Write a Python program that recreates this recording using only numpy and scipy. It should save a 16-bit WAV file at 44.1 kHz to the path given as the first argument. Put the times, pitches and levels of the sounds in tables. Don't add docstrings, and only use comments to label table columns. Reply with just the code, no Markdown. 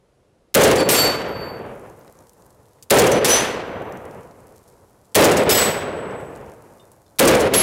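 import sys
import numpy as np
from scipy import signal
from scipy.fft import rfft, irfft, next_fast_len
from scipy.io import wavfile
from scipy.ndimage import map_coordinates

SR = 44100
rng = np.random.default_rng(int(sys.argv[2]) if len(sys.argv) > 2 else 0)


def unload_audio(sound):
    columns = np.transpose(np.atleast_2d(sound))
    steps = np.round(np.clip(columns, -1, 1) * 32767)
    wavfile.write(sys.argv[1], SR, steps.astype(np.int16))


N = 336042

# start in seconds, strength in dB, level in dB of the short bright noise just ahead
SHOTS = [(.548, 0.04, -10.5), (2.905, -0.77, -17), (5.152, 0.3, -12.5), (7.192, -0.9, -16.5)]
# time after the shot in seconds, level in dB.
WOODS_DECAY = [(0, 1), (.03, -5), (.1, -1.5), (.2, -12.5), (.282, -12), (.294, -20), (.34, -15),
               (.5, -21.5), (.62, -25.5), (.75, -27), (1.15, -33.5), (1.4, -43), (1.75, -52), (3, -65.5)]
# frequency in Hz, relative density in dB per Hz.
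BOOM_COLOUR = [(25, -38.5), (60, -9), (130, -9.5), (250, -7.5), (350, -5), (420, 0), (500, 0), (580, -4.5),
               (750, -11.5), (1200, -19), (2500, -21), (6000, -32.5), (16000, -38)]
# frequency in Hz, loss in dB per second.
WOODS_DULLING = [(60, -8.5), (200, -0.5), (450, 3), (1000, -3), (2000, 3), (3000, 7.5), (4500, 17.5),
                 (8000, 36.5), (16000, 63)]
# time after the shot in seconds, rise in dB.
SLOPES = [(.37, 1.5), (.54, 3), (.98, 0.3), (1.17, 0.5)]
# time after the shot in seconds, peak level in dB relative
# to the shot, length in seconds.
TRUNKS = [(0.018, -15, 0.011), (0.058, -11, 0.016), (.083, 0.5, 0.017), (0.114, -17, .012),
          (.16, -13, .012), (0.21, -17, 0.017)]
SLOPE_S = .025
SLAP_SCATTER_S = .003


def rifle():
    out, t = np.zeros(N), np.arange(3 * SR) / SR
    nearby = round(.288 * SR)
    crowd_colour = [(1500, -18.5), (5000, 0.2), (10000, 9), (16000, -18.5)]
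    swells_db = sum(db * np.exp(-((t - s) / SLOPE_S) ** 2) for s, db in SLOPES)
    woods_db = np.interp(t, *np.transpose(WOODS_DECAY)) + swells_db
    for s, db, _ in SHOTS:
        roll = fading(len(t), BOOM_COLOUR, lambda hz: along(WOODS_DULLING, hz))
        roll_db = woods_db + 0.88 * wobble(len(t), rate=12) + 1.6 * wobble(len(t), rate=45)
        add(out, s, amp(db + roll_db) * roll * (1 - np.exp(-t / 0.0059)))

        crack = puff(4100, 2.5, spread=3.4)[:round(.009 * SR)]
        add(out, s, amp(db + 8.5) * crack)

        crowd = fading(nearby, crowd_colour, lambda hz: 70 + 0 * hz)
        add(out, s, amp(db - 23 + 5.6 * wobble(nearby, rate=190)) * crowd)

        for delay, slap_db, length in TRUNKS:
            u = np.arange(SR // 10) / SR / np.abs(length)
            slap = puff(6500, 1.7, spread=0.44) * u * 3 * np.exp(1 - 3 * u)
            late = SLAP_SCATTER_S * rng.standard_normal()
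            add(out, s + delay + late, amp(db + slap_db) * slap)
    return out


# start in seconds, strength in dB, time in seconds when the shooter hears
# the ring, ring level there in dB.
HITS = [(0.8892, -0.6, .778, -11), (3.246, -0.3, 3.113, -10), (5.493, -0.5, 5.37, -11.5),
        (7.537, -1.3, 7.425, -25)]
# frequency in Hz, level in dB, t60 in seconds,
# time in seconds until the mode's lobe turns to the microphone.
PLATES = [
    [(4505, -4, 1.1, .115), (4743, -12, .5, .11), (7376, -12, .45, .08), (7410, -16, .5, .11),
     (7585, -15, .75, .12), (7988, -28, .6, .01), (8527, -20, .7, .02), (10179, -22, .4, .04),
     (10809, -26, .4, .02), (12508, -15, .5, .02), (12545, -19, 1.15, .09), (13705, -24, .4, .05),
     (15019, -21, .4, .02), (15160, -36, .8, .01), (15622, -42, .5, .01)],
    [(5964, -7, .7, .075), (6040, -24, 1.1, .06), (6206, -10, .55, .1), (9738, -23, .6, .05),
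     (9786, -18, .7, .1), (10029, -22, .6, .05), (10594, -26, .45, .04), (11794, -30, .6, .12),
     (13361, -35, 1.8, .14), (14486, -31, .9, .02), (14944, -35, .4, .02), (15040, -34, .4, .05),
     (15127, -35, .4, .05)],
    [(5130, -9, .22, .025), (7851, -18, .8, .03), (7889, -14, 1.1, .08), (7983, -13, 1.5, .14),
     (8500, -28, .5, .08), (12984, -18, .6, .01), (13030, -21, .9, .01), (13175, -26, 1.0, .1),
     (13970, -31, .4, .01), (14211, -33, .4, .05), (15302, -36, .5, .01), (15680, -28, .7, .01),
     (15719, -26, .8, .01)],
    [(10700, -26, .6, .04), (11116, -10, .8, .035), (11162, -18, .8, .03), (11790, -32, .6, .04),
     (12500, -35, .5, .01), (13210, -37, .5, .01), (13840, -40, .5, .01), (14620, -35, .5, .02),
     (15650, -38, .2, .01)],
]
# facing level in dB,
# end of facing in seconds after the hit, edge-on time in seconds, edge-on level in dB, time back in seconds,
# level back in dB, speed towards the microphone in m/s.
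SWINGS = [(0.5, 0.152, .37, -23, 0.56, -3, 3), (4.5, 0.087, 0.36, -25.5, 0.71, -8, 0),
          (-0.8, 0.13, .42, -23, 0.69, -15, -1.5), (6.5, 0.035, 0.24, -20, .6, -10, -5)]
# frequency in Hz, relative density in dB per Hz.
BURST_COLOUR = [(200, -23.5), (600, 1.5), (1500, -0.5), (3000, 1.5), (6000, -0.5), (11000, -1.5),
                (16000, -14)]
# time after the hit in seconds, level in dB.
SPRAY_DECAY = [(0, -14.5), (.03, -17), (.1, -13.5), (.17, -16), (.22, -18.5), (.28, -23.5), (.4, -28),
               (.7, -37), (1.2, -66)]
# frequency in Hz, loss in dB per second.
SPRAY_DULLING = [(300, -7.5), (1500, -3), (4000, 38.5), (8000, 70), (16000, 121)]


def steel():
    near, far = np.zeros(N), np.zeros(N)
    t = np.arange(round(1.2 * SR)) / SR
    far_t = t[:SR // 4]
    smack = t[:200] / 0.000059
    for (s, db, far_s, far_db), modes, motion in zip(HITS, PLATES, SWINGS):
        spray = fading(len(t), BURST_COLOUR, lambda hz: along(SPRAY_DULLING, hz))
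        spray_db = np.interp(t, *np.transpose(SPRAY_DECAY)) + 1.4 * wobble(len(t), rate=76)
        add(near, s, amp(db + spray_db) * spray)
        add(near, s, amp(db - 17) * (smack - 1) * np.exp(-smack))
        add(near, s, amp(db - 10.5) * puff(9000, 0.06, spread=1.1))
        add(near, s, ring(modes, len(t), *swing(t, *motion)))

        dull = [(hz, level - .8 * hz / 1000, t60, .003) for hz, level, t60, _ in modes]
        add(far, far_s, ring(dull, len(far_t), far_db - 150 * far_t, 0 * far_t))
    return near, far


def ring(modes, size, facing_db, speed):
    t = np.arange(size) / SR
    heard = np.cumsum(1 + speed / 343) / SR
    total = np.zeros(size)
    for hz, db, t60, turn in modes:
        flutter = amp(1.5 * wobble(size, rate=14) + 2.5 * wobble(size, rate=70))
        lobe = 1 - np.exp(-(t / turn) ** 4)
        tone = np.sin(2 * np.pi * (hz * heard + rng.random()))
        total += amp(db - 60 * t / t60) * flutter * lobe * tone
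    return amp(facing_db) * total * (1 - np.exp(-t / 0.0043))


BACK_HOLD_S, AWAY_S, AWAY_DB = 0.083, 0.32, -40


def swing(t, facing_db, until, edge, edge_db, back, back_db, speed):
    when = [until, edge, back, back + BACK_HOLD_S, back + BACK_HOLD_S + AWAY_S]
    level_db = np.interp(t, when, [facing_db, edge_db, back_db, back_db, AWAY_DB])
    return level_db, np.interp(t, [until, edge], [0, speed])


# start in seconds, peak level in dB, centre in Hz.
PATTER = [(1.9729, -45, 8960), (2.0782, -36.5, 3300), (2.1251, -39, 10100), (2.1889, -40, 6380),
          (2.2697, -40, 6370), (2.2946, -36, 7260), (2.3336, -40, 10700), (2.4219, -40, 6830),
          (2.4633, -40, 10900), (2.5052, -42, 7780), (3.9232, -32.5, 6280), (3.9724, -35.5, 6900),
          (4.0537, -37, 8280), (4.1111, -38, 5640), (4.3111, -42, 5540), (4.4034, -43, 9680),
          (4.4702, -39, 10200), (4.565, -40, 9010), (4.6783, -43, 7810), (6.3614, -38, 6870),
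          (6.4617, -43, 5260), (6.4971, -40, 6370), (6.5186, -42, 6340), (6.6238, -45, 10100),
          (6.9174, -35.5, 9810)]
TICK_T60, TICK_SPREAD = 0.011, .5
TICKS = 14
TICK_FIRST_S, TICK_SPAN_S = .85, 1.05
TICK_DB, TICK_FADE_DB, TICK_SCATTER_DB = -43.5, 9, 1
TICK_HZ = 8000
DUST_DB = -53


def fragments():
    out = np.zeros(N)
    for s, db, hz in PATTER:
        add(out, s, amp(db) * puff(hz, TICK_T60, TICK_SPREAD))

    t = np.arange(round(2.4 * SR)) / SR
    falling = np.clip(np.minimum(t / 0.96, (2.4 - t) / 0.32), 0, 1)
    dust_colour = [(1500, -26.5), (4000, -4), (7000, 0.5), (12000, 0), (16000, -11.0)]  # (Hz, dB)
    for s, *_ in HITS:
        for late, size, pitch in zip(rng.random(TICKS), *rng.standard_normal((2, TICKS))):
            db = TICK_DB - TICK_FADE_DB * late + TICK_SCATTER_DB * size
            tick = puff(TICK_HZ * 1.3 ** pitch, TICK_T60, TICK_SPREAD)
            add(out, s + TICK_FIRST_S + TICK_SPAN_S * late, amp(db) * tick)

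        chance, rarity = rng.random((2, len(t)))
        landing = chance < 1500 / SR
        grains = landing * amp(-5.5 * np.log(rarity + .01)) * rng.standard_normal(len(t))
        dust = unit(unit(grains) + 1.2 * rng.standard_normal(len(t)))
        dust = filtered(dust, lambda hz: amp(along(dust_colour, hz)))
        dust_db = DUST_DB - 6.1 * t + 1.1 * wobble(len(t), rate=16)
        add(out, s, amp(dust_db) * dust * falling)
    return out


# start in seconds, peak level in dB, centre in Hz, t60 in seconds,
# width over centre.
CLICKS = [(2.785, -55, 1920, .06, 0.29), (2.8255, -28, 6800, 0.02, 0.3), (2.83, -35, 8000, 0.049, 1.6),
          (2.655, -53.5, 2500, .02, .8), (6.108, -45, 5400, .04, .12), (7.064, -53, 5060, .04, .3)]
# start in seconds, frequency in Hz, level in dB, t60 in seconds.
CLINKS = [(6.797, 3612, -52, .16), (6.797, 2900, -55, 0.067), (7.062, 3585, -65, 0.15),
          (7.08, 4088, -63, .08)]
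PRECLICK_LEAD_S, PRECLICK_HZ, PRECLICK_T60 = .0053, 4940, 0.062


def clicks():
    out, t = np.zeros(N), np.arange(SR // 4) / SR
    for s, _, db in SHOTS:
        add(out, s - PRECLICK_LEAD_S, amp(db) * puff(PRECLICK_HZ, PRECLICK_T60, spread=1.7))
    for s, db, hz, t60, spread in CLICKS:
        add(out, s, amp(db) * puff(hz, t60, spread))
    for s, hz, db, t60 in CLINKS:
        add(out, s, amp(db - 60 * t / t60) * np.sin(2 * np.pi * hz * t))
        add(out, s, amp(db + 2) * puff(hz, .03, spread=.6))
    return out


# frequency in Hz, relative density in dB per Hz.
AIR_COLOUR = [(15, -47), (30, -13.5), (100, -7), (250, -14.5), (480, -9.5), (900, -22), (2200, -32),
              (11000, -41), (15000, -60)]
AIR_DB = -60.5


def quiet_woods():
    return amp(AIR_DB + wobble(N, rate=5)) * fading(N, AIR_COLOUR, lambda hz: 0 * hz)


def overload(x, top, hardness, low_hz):
    flat = x / (1 + np.abs(x / top) ** hardness) ** (1 / hardness)
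    return filtered(flat, lambda f: 1j * f / (low_hz + 1j * f))


def limiter(x, top):
    return top * np.tanh(x / top)


def fading(size, colour, loss):
    noise = rng.standard_normal(size)
    hz, t, z = signal.stft(noise, SR, nperseg=1024)
    gain = amp(along(colour, hz))[:, None]
    gain = gain / np.sqrt(np.mean(gain ** 2))
    decay = amp(-loss(hz)[:, None] * t)
    return signal.istft(z * gain * decay, SR, nperseg=1024)[1][:size]


def puff(hz, t60, spread):
    t = np.arange(SR // 10) / SR

    def band(f):
        width = 1j * f * spread * hz
        return width / (hz * hz - f * f + width)

    return unit(filtered(rng.standard_normal(len(t)), band)) * amp(-6 - 60 * t / t60)


def wobble(size, rate):
    knots = rng.standard_normal(int(size * rate / SR) + 4)
    return map_coordinates(knots, [np.arange(size) * rate / SR])


def filtered(x, response):
    m = next_fast_len(len(x) + 8192)
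    return irfft(rfft(x, m) * response(np.fft.rfftfreq(m, 1 / SR)), m)[:len(x)]


def along(points, hz):
    f, v = np.transpose(points)
    return np.interp(np.log(hz + 1), np.log(f + 1), v)


def amp(db):
    return 10 ** (np.asarray(db) / 20)


def unit(x):
    return x / np.sqrt(np.mean(x ** 2) + 1e-20)


def add(track, s, sound):
    part = track[round(s * SR):][:len(sound)]
    part += sound[:len(part)]


def scene():
    near, far = steel()
    shooter = overload(rifle() + clicks() + far, top=0.32, hardness=4.2, low_hz=102)
    targets = limiter(near + fragments(), top=0.61)
    return (shooter + targets + quiet_woods())[None]


TOP_HZ = 15600


def record(dry):
    def slope(hz):
        return np.cos(np.pi / 2 * np.clip((hz - TOP_HZ) / 500, 0, 1)) ** 2

    return filtered(dry[0], slope)[None]


dry = scene()
out = record(dry)
unload_audio(out)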